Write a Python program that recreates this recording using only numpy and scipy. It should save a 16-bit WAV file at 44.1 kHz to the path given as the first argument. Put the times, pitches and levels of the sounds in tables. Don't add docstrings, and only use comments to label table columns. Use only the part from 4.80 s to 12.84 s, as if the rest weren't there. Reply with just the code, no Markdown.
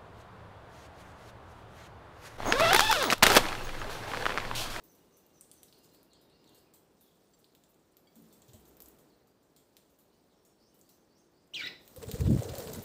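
import sys
import numpy as np
from scipy import signal
from scipy.fft import rfft, irfft
from scipy.io import wavfile
from scipy.ndimage import uniform_filter1d

SR = 44100
rng = np.random.default_rng(int(sys.argv[2]) if len(sys.argv) > 2 else 0)


def pcm_store(signal):
    levels = np.round(np.clip(np.atleast_2d(signal), -1, 1) * 32767)
    wavfile.write(sys.argv[1], SR, levels.astype(np.int16).T)


def volts(x):
    e = np.asarray(x, float) / 20
    return 10 ** e


N = 354608
EDGE_HZ = 15550


def evened(x):
    return x / np.sqrt(np.mean(x ** 2) + 1e-20)


def read(points, hz):
    f, value = np.transpose(points)
    return np.interp(np.log(hz + 1), np.log(f + 1), value, left=value[0], right=value[-1])


def levels(table):
    s, *columns = np.transpose(table)
    t = np.arange(N) / SR
    fade_in = np.clip((t - s[0]) * 40 + 1, 0, 1)
    fade_out = np.clip((s[-1] - t) * 30 + 1, 0, 1)
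    return [volts(np.interp(t, s, c)) * fade_in * fade_out for c in columns]


def add(mix, s, sound):
    part = mix[max(round(s * SR), 0):][:len(sound)]
    part += sound[:len(part)]


def resonate(x, hz, width_hz):
    turn = np.exp(2j * np.pi * hz * np.arange(len(x)) / SR)
    r = np.exp(-np.pi * width_hz / SR)
    base = signal.lfilter([(1 - r) ** 2], [1, -2 * r, r * r], x / turn)
    return 2 * (turn * base).real


def noise(colour, size, patchy_db, flicker_db):
    hop, hz = size // 4, np.fft.rfftfreq(size, 1 / SR)
    a, b, patches = rng.standard_normal((N // hop + 5, len(hz), 3)).T
    flicker = evened(uniform_filter1d(patches[1], size=3))
    patches = uniform_filter1d(uniform_filter1d(patches, size=8, axis=0), size=10, axis=1)
    gain_db = read(colour, hz)[:, None] + patchy_db * evened(patches) + flicker_db * flicker
    z = (a + 1j * b) * volts(gain_db)
    return evened(signal.istft(z, nperseg=size, noverlap=size - hop)[1][:N])


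# (time [s], hoot level [dB], hoot pitch [Hz], hoot width [Hz])
WING_BEATS = [(7.175, -47.5, 490, 44), (7.236, -42.5, 446.5, 44.3), (7.298, -41.5, 460, 44),
              (7.359, -40.5, 454, 44), (7.412, -40.5, 451, 44), (7.472, -44, 474, 50),
              (7.512, -42, 560, 150), (7.534, -40.5, 425, 120), (7.565, -43.5, 520, 150),
              (7.625, -41, 520, 130), (7.657, -40, 442, 70), (7.686, -46, 388, 90), (7.74, -42.5, 570, 140),
              (7.794, -40, 512, 90), (7.825, -42.5, 451, 60), (7.849, -45, 470, 90),
              (7.895, -42.5, 440, 60), (7.939, -46.5, 424, 70), (7.97, -53, 505, 90), (8.028, -55, 433, 80)]
# (time [s], feather hiss [dB], churned air [dB], buffet [dB])
FLURRY_LEVELS = [
    (7.1, -68, -90, -88),
    (7.204, -54, -63, -54),
    (7.39, -47, -51.5, -45.5),
    (7.518, -49, -59, -27.5),
    (7.656, -45, -47.5, -50.5),
    (7.994, -47, -54, -45),
    (8.04, -54.5, -61, -63),
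]
# (middle [s], length [s], level [dB])
FEATHER_SWISHES = [(7.176, .02, -57), (7.232, 0.027, -43.5), (7.292, .022, -46.5), (7.35, 0.028, -46.5),
                   (7.396, .01, -51), (7.409, 0.016, -43.5), (7.467, 0.022, -50), (7.513, .018, -50),
                   (7.532, 0.021, -50), (7.57, 0.008, -59), (7.575, 0.0086, -52), (7.593, 0.014, -50),
                   (7.659, 0.013, -67), (7.684, 0.0095, -51), (7.697, .014, -50), (7.74, 0.011, -59),
                   (7.803, 0.016, -49), (7.816, 0.013, -51), (7.838, 0.019, -56), (7.951, 0.029, -48)]
# (frequency [Hz], density [dB/Hz])
FEATHER_COLOUR = [(410, -23), (700, -2.5), (1090, -7.5), (1200, -10), (1660, -10), (2370, -13.5),
                  (3990, -10.5), (6480, -13), (7990, -9.5), (10700, -19.5), (15000, -15.5), (16000, -3)]
# (frequency [Hz], density [dB/Hz])
CHURN_COLOUR = [(150, -27), (280, -19), (450, 0.5), (620, -7.5), (900, -22.5), (1500, -22.5), (3000, -46)]
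STROKE_S = .018


def wings():
    hiss, churn, buffet = levels(FLURRY_LEVELS)
    hoots = np.zeros(N)
    for s, db, hz, width_hz in WING_BEATS:
        breath = resonate(rng.standard_normal(6000), hz, width_hz)[-round(2 * STROKE_S * SR):]
        stroke = np.hanning(len(breath))
        add(hoots, s - STROKE_S, volts(db - 4) * evened(stroke * breath))
    for s, length_s, db in FEATHER_SWISHES:
        add(hiss, s - .6 * length_s, volts(db) * np.hanning(round(1.2 * length_s * SR)))
    swish = hiss * noise(FEATHER_COLOUR, size=256, patchy_db=2.5, flicker_db=2.5)
    churned = churn * volts(2.0) * noise(CHURN_COLOUR, size=512, patchy_db=-0.5, flicker_db=-0.5)
    return swish + hoots + churned, buffet


# (frequency [Hz], density [dB/Hz])
BUFFET_COLOUR = [(12, -52.5), (20, -21), (56, -16.5), (135, -3.5), (170, -11), (206, -2.5), (232, -10),
                 (265, -9), (321, -18.5), (500, -24), (650, -42), (1100, -120)]
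# (time [s], peak [dB], frequency [Hz], length [cycles])
EDDY_HITS = [(7.185, -40.5, 89, 0.86), (7.252, -48, 88, 1.4), (7.281, -35.5, 97, 1.3),
             (7.341, -26, 109, 0.63), (7.406, -22.5, 84, 1.26), (7.419, -21, 111, 1.8),
             (7.435, -33, 90, 1.2), (7.459, -22, 81.4, 2.2), (7.479, -15.5, 119, 1.1),
             (7.505, -12, 156, 0.99), (7.519, -17, 161, 0.75), (7.533, -18.5, 126, 2.2),
             (7.549, -15, 173, 0.53), (7.565, -18, 142, 1.1), (7.595, -25, 115, 2.1),
             (7.507, -34, 480, 0.98), (7.622, -29, 550, 1.4), (7.664, -39, 101, 3.7),
             (7.707, -35, 106, 3.5), (7.722, -30.5, 97, 1), (7.786, -39, 110, 1.4)]


def downwash(level):
    out = level * volts(0.5) * noise(BUFFET_COLOUR, size=1024, patchy_db=2.5, flicker_db=0.75)
    u = np.arange(-1500, 1500) / SR
    for s, db, hz, cycles in EDDY_HITS:
        bell = np.exp(-(2 * hz * u / cycles) ** 2)
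        add(out, s + u[0], -volts(db) * np.cos(2 * np.pi * hz * u) * bell)
    return out


# (pitch [Hz], octave level [dB])
BEAK_OCTAVE = [(1500, 6), (1900, -3), (2300, -11), (2600, -7), (3100, -18), (4200, -13)]
# (frequency [Hz], level [dB])
RASP_PARTIALS = [(4000, -10), (6000, -20), (8000, -23), (9500, -26), (11500, -31), (12800, -38),
                 (14200, -26), (15500, -25)]
# (delay [s], level [dB])
CHIRP_SLAPS = [(.0045, -12), (.0085, -9), (.014, -13)]
# (frequency [Hz], gain [dB])
CHIRP_COLOUR = [(1000, -18), (1300, 2), (2200, -1), (4000, 1.5), (8300, 0), (9500, -8), (12800, -10),
                (14200, 2)]
HOARSE_S, HOARSE = .05, .6
HALF_DB = -10


def squawk(curve, rough, beak_db, tremble_db, clear):
    s, hz, db = np.transpose(curve)
    t, out = np.arange(s[0], s[-1], 1 / SR), np.zeros(N)
    shake = uniform_filter1d(rng.standard_normal((3, SR)), size=30)
    wobble = evened(uniform_filter1d(shake[:2], size=30))[:, :len(t)]
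    grit = evened(shake[2])[:len(t)]
    hoarse = HOARSE * np.clip((t - s[0]) / HOARSE_S, 0, 1) ** 2
    pitch = np.interp(t, s, hz)
    turn = 2 * np.pi * np.cumsum(pitch * (1 + rough * wobble[0])) / SR
    octave = volts(read(BEAK_OCTAVE, pitch) + beak_db) * np.sin(2 * turn)
    octave *= 1 + (1 - clear) * hoarse * (grit - .5)
    upper = sum(volts(read(RASP_PARTIALS, k * pitch)) * np.sin(k * turn) * (k * pitch < EDGE_HZ)
                for k in range(3, 9))
    tone = np.sin(turn) + octave + upper * (1 - hoarse + hoarse * grit)
    tone += volts(HALF_DB) * hoarse * grit[::-1] * np.sin(1.5 * turn)
    level = volts(np.interp(t, s, db) + tremble_db * wobble[1])
    voice = level * tone * signal.windows.tukey(len(t), .06)
    for delay_s, slap_db in [(0, 0)] + CHIRP_SLAPS:
        add(out, s[0] + delay_s, volts(slap_db) * voice)
    return irfft(rfft(out) * volts(read(CHIRP_COLOUR, np.fft.rfftfreq(N, 1 / SR))), N)


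# (time [s], pitch [Hz], level [dB])
CHIRP_FALL = [(6.735, 2700, -48), (6.742, 3050, -39), (6.7492, 4150, -40), (6.751, 3350, -37),
              (6.773, 2480, -41), (6.788, 2370, -43), (6.8, 2300, -37), (6.8115, 2170, -40),
              (6.815, 1600, -46), (6.822, 1420, -48), (6.828, 1470, -45), (6.832, 1500, -53)]
# (time [s], pitch [Hz], level [dB])
CHIRP_RISE = [
    (6.833, 1840, -46),
    (6.85, 1970, -43),
    (6.855, 2030, -46),
    (6.858, 2900, -45),
    (6.859, 1980, -44),
    (6.863, 1720, -47),
    (6.866, 1880, -45),
    (6.873, 2000, -38),
    (6.8755, 2480, -39),
    (6.88, 2850, -45),
]


def near_chirp():
    fall = squawk(CHIRP_FALL, rough=.013, beak_db=-1, tremble_db=2, clear=0)
    return fall + squawk(CHIRP_RISE, rough=.008, beak_db=5.5, tremble_db=1.5, clear=.7)


# (frequency [Hz], width [Hz])
TICK_RINGS = [(4200, 2800), (7800, 3800), (13800, 7700)]
# (delay [s], level [dB])
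FIRST_WALLS = [(.0037, -6.5), (.007, -16), (.0096, -35), (0.015, -25)]
WIRY_DB = 3.5


def ticks(rows, rattle_db):
    out, t = np.zeros(N), np.arange(5120) / SR
    for s, db, low_db, top_db in rows:
        shake = rng.standard_normal(len(t))
        snap = (np.sign(shake) + .5 * shake) * np.exp(-t / .00025)
        snap = 3.3 * snap / np.linalg.norm(snap)
        wiry = evened(uniform_filter1d(rng.standard_normal(len(t) // 2 + 1), size=30))
        shake = evened(irfft(rfft(shake) * volts(WIRY_DB * wiry)))
        swell = np.exp(-t / 0.034) * (1 - np.exp(-t / 0.00019))
        drive = snap + volts(rattle_db - 9.0) * shake * swell
        for delay_s, wall_db in FIRST_WALLS:
            add(drive, delay_s, volts(wall_db) * snap)
        rings = (volts(ring_db) * resonate(drive, *ring)
                 for ring_db, ring in zip((low_db, 0, top_db), TICK_RINGS))
        add(out, s + 0.0009, volts(db + 5.5) * sum(rings))
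    return out


# (time [s], peak [dB], low ring [dB], brightness [dB])
BEAK_SNAPS = [(0.4638, -61.5, -12, 8), (0.6097, -37, -11, -8), (0.714, -37.5, -5, -10),
              (0.8316, -36.5, -19.5, -9), (1.3324, -48, -9, -17), (3.91, -49, -18, -16),
              (3.9684, -66.5, -12, 21), (4.0031, -55, -18, 19), (4.0206, -55, -14, 17.5),
              (4.0588, -46.5, -19, 1), (4.0714, -64, -14, 5), (4.1144, -60, -12, -5),
              (4.9672, -37, -13, -8.5), (6.0124, -54.5, -23, 5.5), (6.6757, -65, -10, 3),
              (7.0772, -40.5, -6.5, -3), (7.162, -47.5, -22, 13), (7.314, -30, -1.5, 0),
              (7.5065, -43, -2, -4), (7.624, -39, -15, -5), (7.6323, -32, -18, -6), (7.783, -32, -2, 2),
              (7.9314, -36, -8, 3), (7.935, -35, -19, 0)]
# (time [s], peak [dB], low ring [dB], brightness [dB])
CLAW_STEPS = [(0.9256, -51, 7, -8), (1.044, -53, 4, -2), (1.146, -55, 7, 0.5), (1.2298, -61.5, 1, 8),
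              (1.498, -58, 1, -14), (1.6418, -55, 7, -6), (1.6924, -62, -8, 7), (2.643, -55, 6, -4),
              (2.7498, -52.5, 3, 0.5), (2.837, -49, -0.5, -13), (2.9434, -58.5, -1, -6),
              (3.1684, -52, 0, 3.5), (3.619, -51, -8, -1), (4.763, -55, 8, -6), (4.9668, -57, 1, -14),
              (0.831, -45, -1, 0), (7.215, -50, -3, -4), (7.4558, -44, 6, 0), (7.7521, -32, -2, -5),
              (7.8736, -39, 6, -1)]
# (time [s], peak [dB], brightness [dB])
FOOT_SCUFFS = [(0.037, -68, 14.5), (0.116, -74, 13), (0.368, -65, 9), (1.412, -67.5, 7), (1.746, -57, 2),
               (1.937, -53.5, 1), (2.209, -73, 19), (3.3554, -57.5, 3), (3.526, -56.5, 3),
               (3.6813, -58.5, 1), (3.733, -49.5, -3.5), (3.853, -56.5, -2), (0.15, -68.5, 10.5),
               (5.99, -73.5, 13.5), (4.041, -71, 6), (4.186, -60.5, 4), (4.4714, -69, 4), (4.628, -70, 1),
               (4.763, -56, -1), (5.099, -70, 5), (5.1875, -68.5, 10.5), (5.65, -59, -1), (5.943, -80, 22),
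               (6.091, -59.5, 6.5), (6.381, -64, -15)]
RATTLE_LEVELS = [-20, -15.5, -0.5]
SCUFF_LOW_DB = -7.5


def beaks_and_feet():
    scuffs = [(s, db, SCUFF_LOW_DB, top_db) for s, db, top_db in FOOT_SCUFFS]
    return sum(map(ticks, (BEAK_SNAPS, CLAW_STEPS, scuffs), RATTLE_LEVELS))


# (time [s], length [s], level [dB], frequency [Hz])
BRUSH_PUFFS = [(0.732, 0.012, -64, 13500), (.879, .02, -68, 4600), (.978, 0.018, -71, 11000),
               (1.027, 0.036, -70, 14000), (1.027, 0.051, -72.5, 7200), (1.128, 0.036, -69, 14000),
               (1.675, 0.0044, -68, 7000), (1.772, .025, -70, 8900), (1.808, .006, -73, 13500),
               (2.585, .03, -75, 14000), (2.586, .02, -74, 8450), (2.885, 0.042, -72, 14100),
               (2.992, 0.013, -79, 7200), (3.116, .015, -79, 9000), (3.42, 0.0054, -65, 13000),
               (3.484, 0.0064, -72, 8000), (3.62, .014, -71, 3710), (3.686, 0.016, -67, 3630),
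               (3.79, .03, -71, 14000), (3.873, 0.028, -65, 14000), (4.082, 0.0085, -54.5, 15100),
               (4.028, .12, -81, 2960), (4.09, 0.036, -75, 14800), (6.862, 0.011, -58, 14700),
               (7.956, 0.012, -53, 11000), (8.019, 0.022, -52, 13600)]


def brushes():
    out = np.zeros(N)
    for s, length_s, db, hz in BRUSH_PUFFS:
        puff = resonate(rng.standard_normal(4000), hz, 0.47 * hz)
        puff = evened(puff)[:round(length_s * SR)]
        add(out, s, volts(db) * puff * signal.windows.tukey(len(puff), .4))
    return out


# (time [s], peak [dB], frequency [Hz], t60 [s])
BOARD_KNOCKS = [
    (3.36, -54.5, 223, 0.86),
    (3.383, -52.5, 286, 0.21),
    (3.41, -56, 168, 0.27),
    (3.685, -52, 124, 0.19),
    (3.738, -45, 94, 0.087),
    (3.745, -53, 220, 0.17),
    (3.74, -51.5, 618, 0.072),
    (3.78, -62, 64.6, 0.71),
    (4.03, -59.5, 62.4, .3),
]


def knocks():
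    out, t = np.zeros(N), np.arange(20000) / SR
    for s, db, hz, t60_s in BOARD_KNOCKS:
        onset = 1 - np.exp(-t / 0.0023)
        add(out, s, volts(db - 60 * t / t60_s) * onset * np.sin(2 * np.pi * hz * t))
    return out


# (time [s], then level of each wire ring [dB])
WIRE_PLUCKS = [
    (2.536, -105, -73, -68, -72, -63.5),
    (3.272, -71, -63, -65, -85, -75),
]
# (frequency [Hz], t60 [s])
WIRE_RINGS = [(2250, 0.18), (3300, 0.046), (4600, 0.064), (6000, 0.091), (7480, 0.095)]


def plucks():
    out, t = np.zeros(N), np.arange(12000) / SR
    for s, *rings_db in WIRE_PLUCKS:
        for db, (hz, t60_s) in zip(rings_db, WIRE_RINGS):
            add(out, s, volts(db - 60 * t / t60_s) * np.sin(2 * np.pi * hz * t))
    return out


# (frequency [Hz], t60 [s])
CAGE_T60 = [(200, 0.29), (1000, 0.38), (3000, 0.4), (8000, 0.42), (15000, 0.34)]


def cage(x, slower):
    taps = np.zeros(SR)
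    at = np.arange(130, SR - 10, 10)
    taps[at + rng.integers(0, 10, len(at))] = rng.choice([-1., 1.], len(at))
    hz, t, z = signal.stft(taps, SR, nperseg=256)
    decay = volts(-60 * t / (slower * read(CAGE_T60, hz)[:, None]))
    tail = signal.istft(z * decay, SR, nperseg=256)[1]
    return signal.fftconvolve(x, tail / np.linalg.norm(tail))[:N]


def song(notes, rough, taper, tremble_db):
    out = np.zeros(N)
    for s, length_s, from_hz, to_hz, db in notes:
        wobble = evened(uniform_filter1d(rng.standard_normal((2, SR)), size=30))
        wobble = wobble[:, :round(length_s * SR)]
        u = np.linspace(0, 1, wobble.shape[1])
        pitch = (from_hz + (to_hz - from_hz) * u) * (1 + rough * wobble[0])
        turn = 2 * np.pi * np.cumsum(pitch) / SR
        tone = np.sin(turn) + volts(-40) * np.sin(2 * turn) + volts(-57) * np.sin(3 * turn)
        level = volts(db + 5.5 + tremble_db * wobble[1])
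        add(out, s, level * tone * signal.windows.tukey(len(u), taper))
    return out


# (time [s], level [dB])
PEEP_PHRASE = [
    (0, 0.051, 6370, 5640, 2),
    (0, .05, 7250, 6860, -18),
]
PEEP_TIMES = [(.07, -75), (0.309, -75.5), (0.529, -74), (.75, -74)]
SWEEP_PHRASE = [
    (0, .065, 3810, 5050, 0.58),
    (.06, 0.027, 5040, 5120, -2.3),
]
SWEEP_TIMES = [(0.911, -73.5), (1.101, -74.5), (1.3, -73.5), (1.494, -74), (1.716, -74.5), (5.301, -83)]
SLIDE_PHRASE = [
    (0.0018, 0.065, 4800, 2900, 0),
]
SLIDE_TIMES = [(1.291, -72.5), (1.639, -70.5), (5.478, -80.5)]
DRONE_PHRASE = [
    (0, 0.19, 2780, 2830, 0),
]
DRONE_TIMES = [(0.901, -82), (1.17, -85), (1.448, -83), (1.63, -82)]
TWEET_PHRASE = [
    (0, .07, 4350, 4950, -3),
    (.068, .03, 4950, 6200, -1),
    (.095, .025, 6200, 6350, 0),
]
TWEET_TIMES = [(5.775, -77.5), (6.016, -75), (6.278, -76)]
# (time [s], length [s], from [Hz], to [Hz], level [dB])
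SINGLE_NOTES = [(.01, 0.68, 2930, 2760, -87.5), (1.398, 0.12, 3880, 3670, -79),
                (2.177, 0.12, 3950, 3130, -79), (1.84, 0.031, 2440, 2500, -79),
                (1.95, 0.039, 3300, 3280, -83), (4.267, 0.085, 4870, 3800, -80),
                (8.8, 0.035, 5300, 5800, -75), (4.46, 0.05, 4800, 4750, -83.5),
                (5.29, 0.066, 3030, 2920, -87), (5.645, 0.035, 5470, 5500, -77),
                (5.9, 0.036, 3050, 2900, -84), (5.79, 0.067, 4700, 5700, -75.5),
                (5.53, 0.07, 5400, 5600, -83), (6.529, 0.072, 4290, 5200, -78)]


def far_birds():
    birds = [(PEEP_PHRASE, PEEP_TIMES), (SWEEP_PHRASE, SWEEP_TIMES), (SLIDE_PHRASE, SLIDE_TIMES),
             (DRONE_PHRASE, DRONE_TIMES), (TWEET_PHRASE, TWEET_TIMES)]
    sung = [(s + delay_s, *glide, db + part_db)
            for phrase, times in birds
            for s, db in times
            for delay_s, *glide, part_db in phrase]
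    return song(sung + SINGLE_NOTES, rough=.017, taper=.4, tremble_db=3)


# (time [s], outdoor hum [dB], restlessness of the birds [dB])
AIR_LEVELS = [(0.0, -65.5, 2.5), (0.13, -64, 2.5), (0.5, -65.5, 2.5), (0.73, -65, 6.5), (1.14, -64.5, 5.5),
              (1.42, -65, -9), (1.72, -63.5, 2.5), (2.0, -65.5, -6), (2.24, -67, 3.5), (3.23, -67, -2.5),
              (3.45, -64, 6.5), (4.05, -61.5, 2.5), (4.37, -65, -0.5), (4.52, -67.5, -5.5), (4.81, -67, 0),
              (5.8, -67.5, -1), (6.06, -66.5, 1), (6.4, -67, -3)]
# (time [s], outdoor hum [dB], restlessness [dB])
GATE_OPEN = [
    (6.72, -66.5, -2),
    (6.745, -59.5, -3),
    (6.79, -56.5, -1),
    (6.86, -53, 3),
    (6.9, -52.5, 3),
    (6.98, -62.5, -1),
    (7.021, -60.5, 10),
    (7.1, -61, 12),
    (8.1, -53, 11),
]
# (frequency [Hz], density [dB/Hz])
HUM_COLOUR = [(12, -42), (20, -18), (32, -35.5), (54, 18), (97, -12), (163, 1.5), (239, -3.5), (276, 1),
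              (368, 0.5), (2150, -21), (6000, -28), (7800, -81), (13200, -120)]
# (frequency [Hz], density [dB/Hz])
RUSTLE_COLOUR = [(1500, -67), (2500, -9.5), (4000, -1), (6000, -3), (8500, -2.5), (10000, -7.5),
                 (11500, -10), (13000, -40)]
# (frequency [Hz], density [dB/Hz])
FIZZ_COLOUR = [(9000, -52), (10500, 3), (12000, 5), (15000, 16.5), (16000, 10.5)]
RUSTLE_DB, RUSTLE_FOLLOWS = -80, 0.88
FIZZ_DB, FIZZ_GATE = -80, 0.45


def air():
    s, hum_db, stir_db = np.transpose(AIR_LEVELS + GATE_OPEN)
    rustle_db = RUSTLE_DB + RUSTLE_FOLLOWS * stir_db
    fizz_db = FIZZ_DB + stir_db + FIZZ_GATE * (hum_db - hum_db[0])
    hum, rustle, fizz = levels(np.transpose([s, hum_db, rustle_db, fizz_db]))
    low = hum * volts(-1.0) * noise(HUM_COLOUR, size=1024, patchy_db=0.13, flicker_db=0.5)
    mid = rustle * noise(RUSTLE_COLOUR, size=256, patchy_db=2.2, flicker_db=1.2)
    top = fizz * noise(FIZZ_COLOUR, size=256, patchy_db=2.5, flicker_db=1.6)
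    return low + mid + top


def scene():
    flaps, buffet = wings()
    chirp = near_chirp()
    taps = beaks_and_feet() + plucks() + brushes()
    echoes = cage(volts(-4.5) * chirp + volts(-5.5) * taps + volts(-17.0) * flaps, slower=1.0)
    far = far_birds()
    far = volts(-9) * far + volts(-2) * cage(far, slower=1.35)
    near = flaps + downwash(buffet) + volts(1.9) * chirp + taps + knocks()
    return (near + echoes + far + air())[None]


def band_limit(x):
    return signal.sosfilt(signal.butter(12, 16800, fs=SR, output="sos"), x)


def record(dry):
    bass_cut = signal.butter(3, 38, "high", fs=SR, output="sos")
    edge = signal.firwin(255, EDGE_HZ, window=("kaiser", 3), fs=SR)
    mix = signal.oaconvolve(signal.sosfilt(bass_cut, dry), edge[None], "same")
    return band_limit(mix)


dry = scene()
out = record(dry)
pcm_store(out)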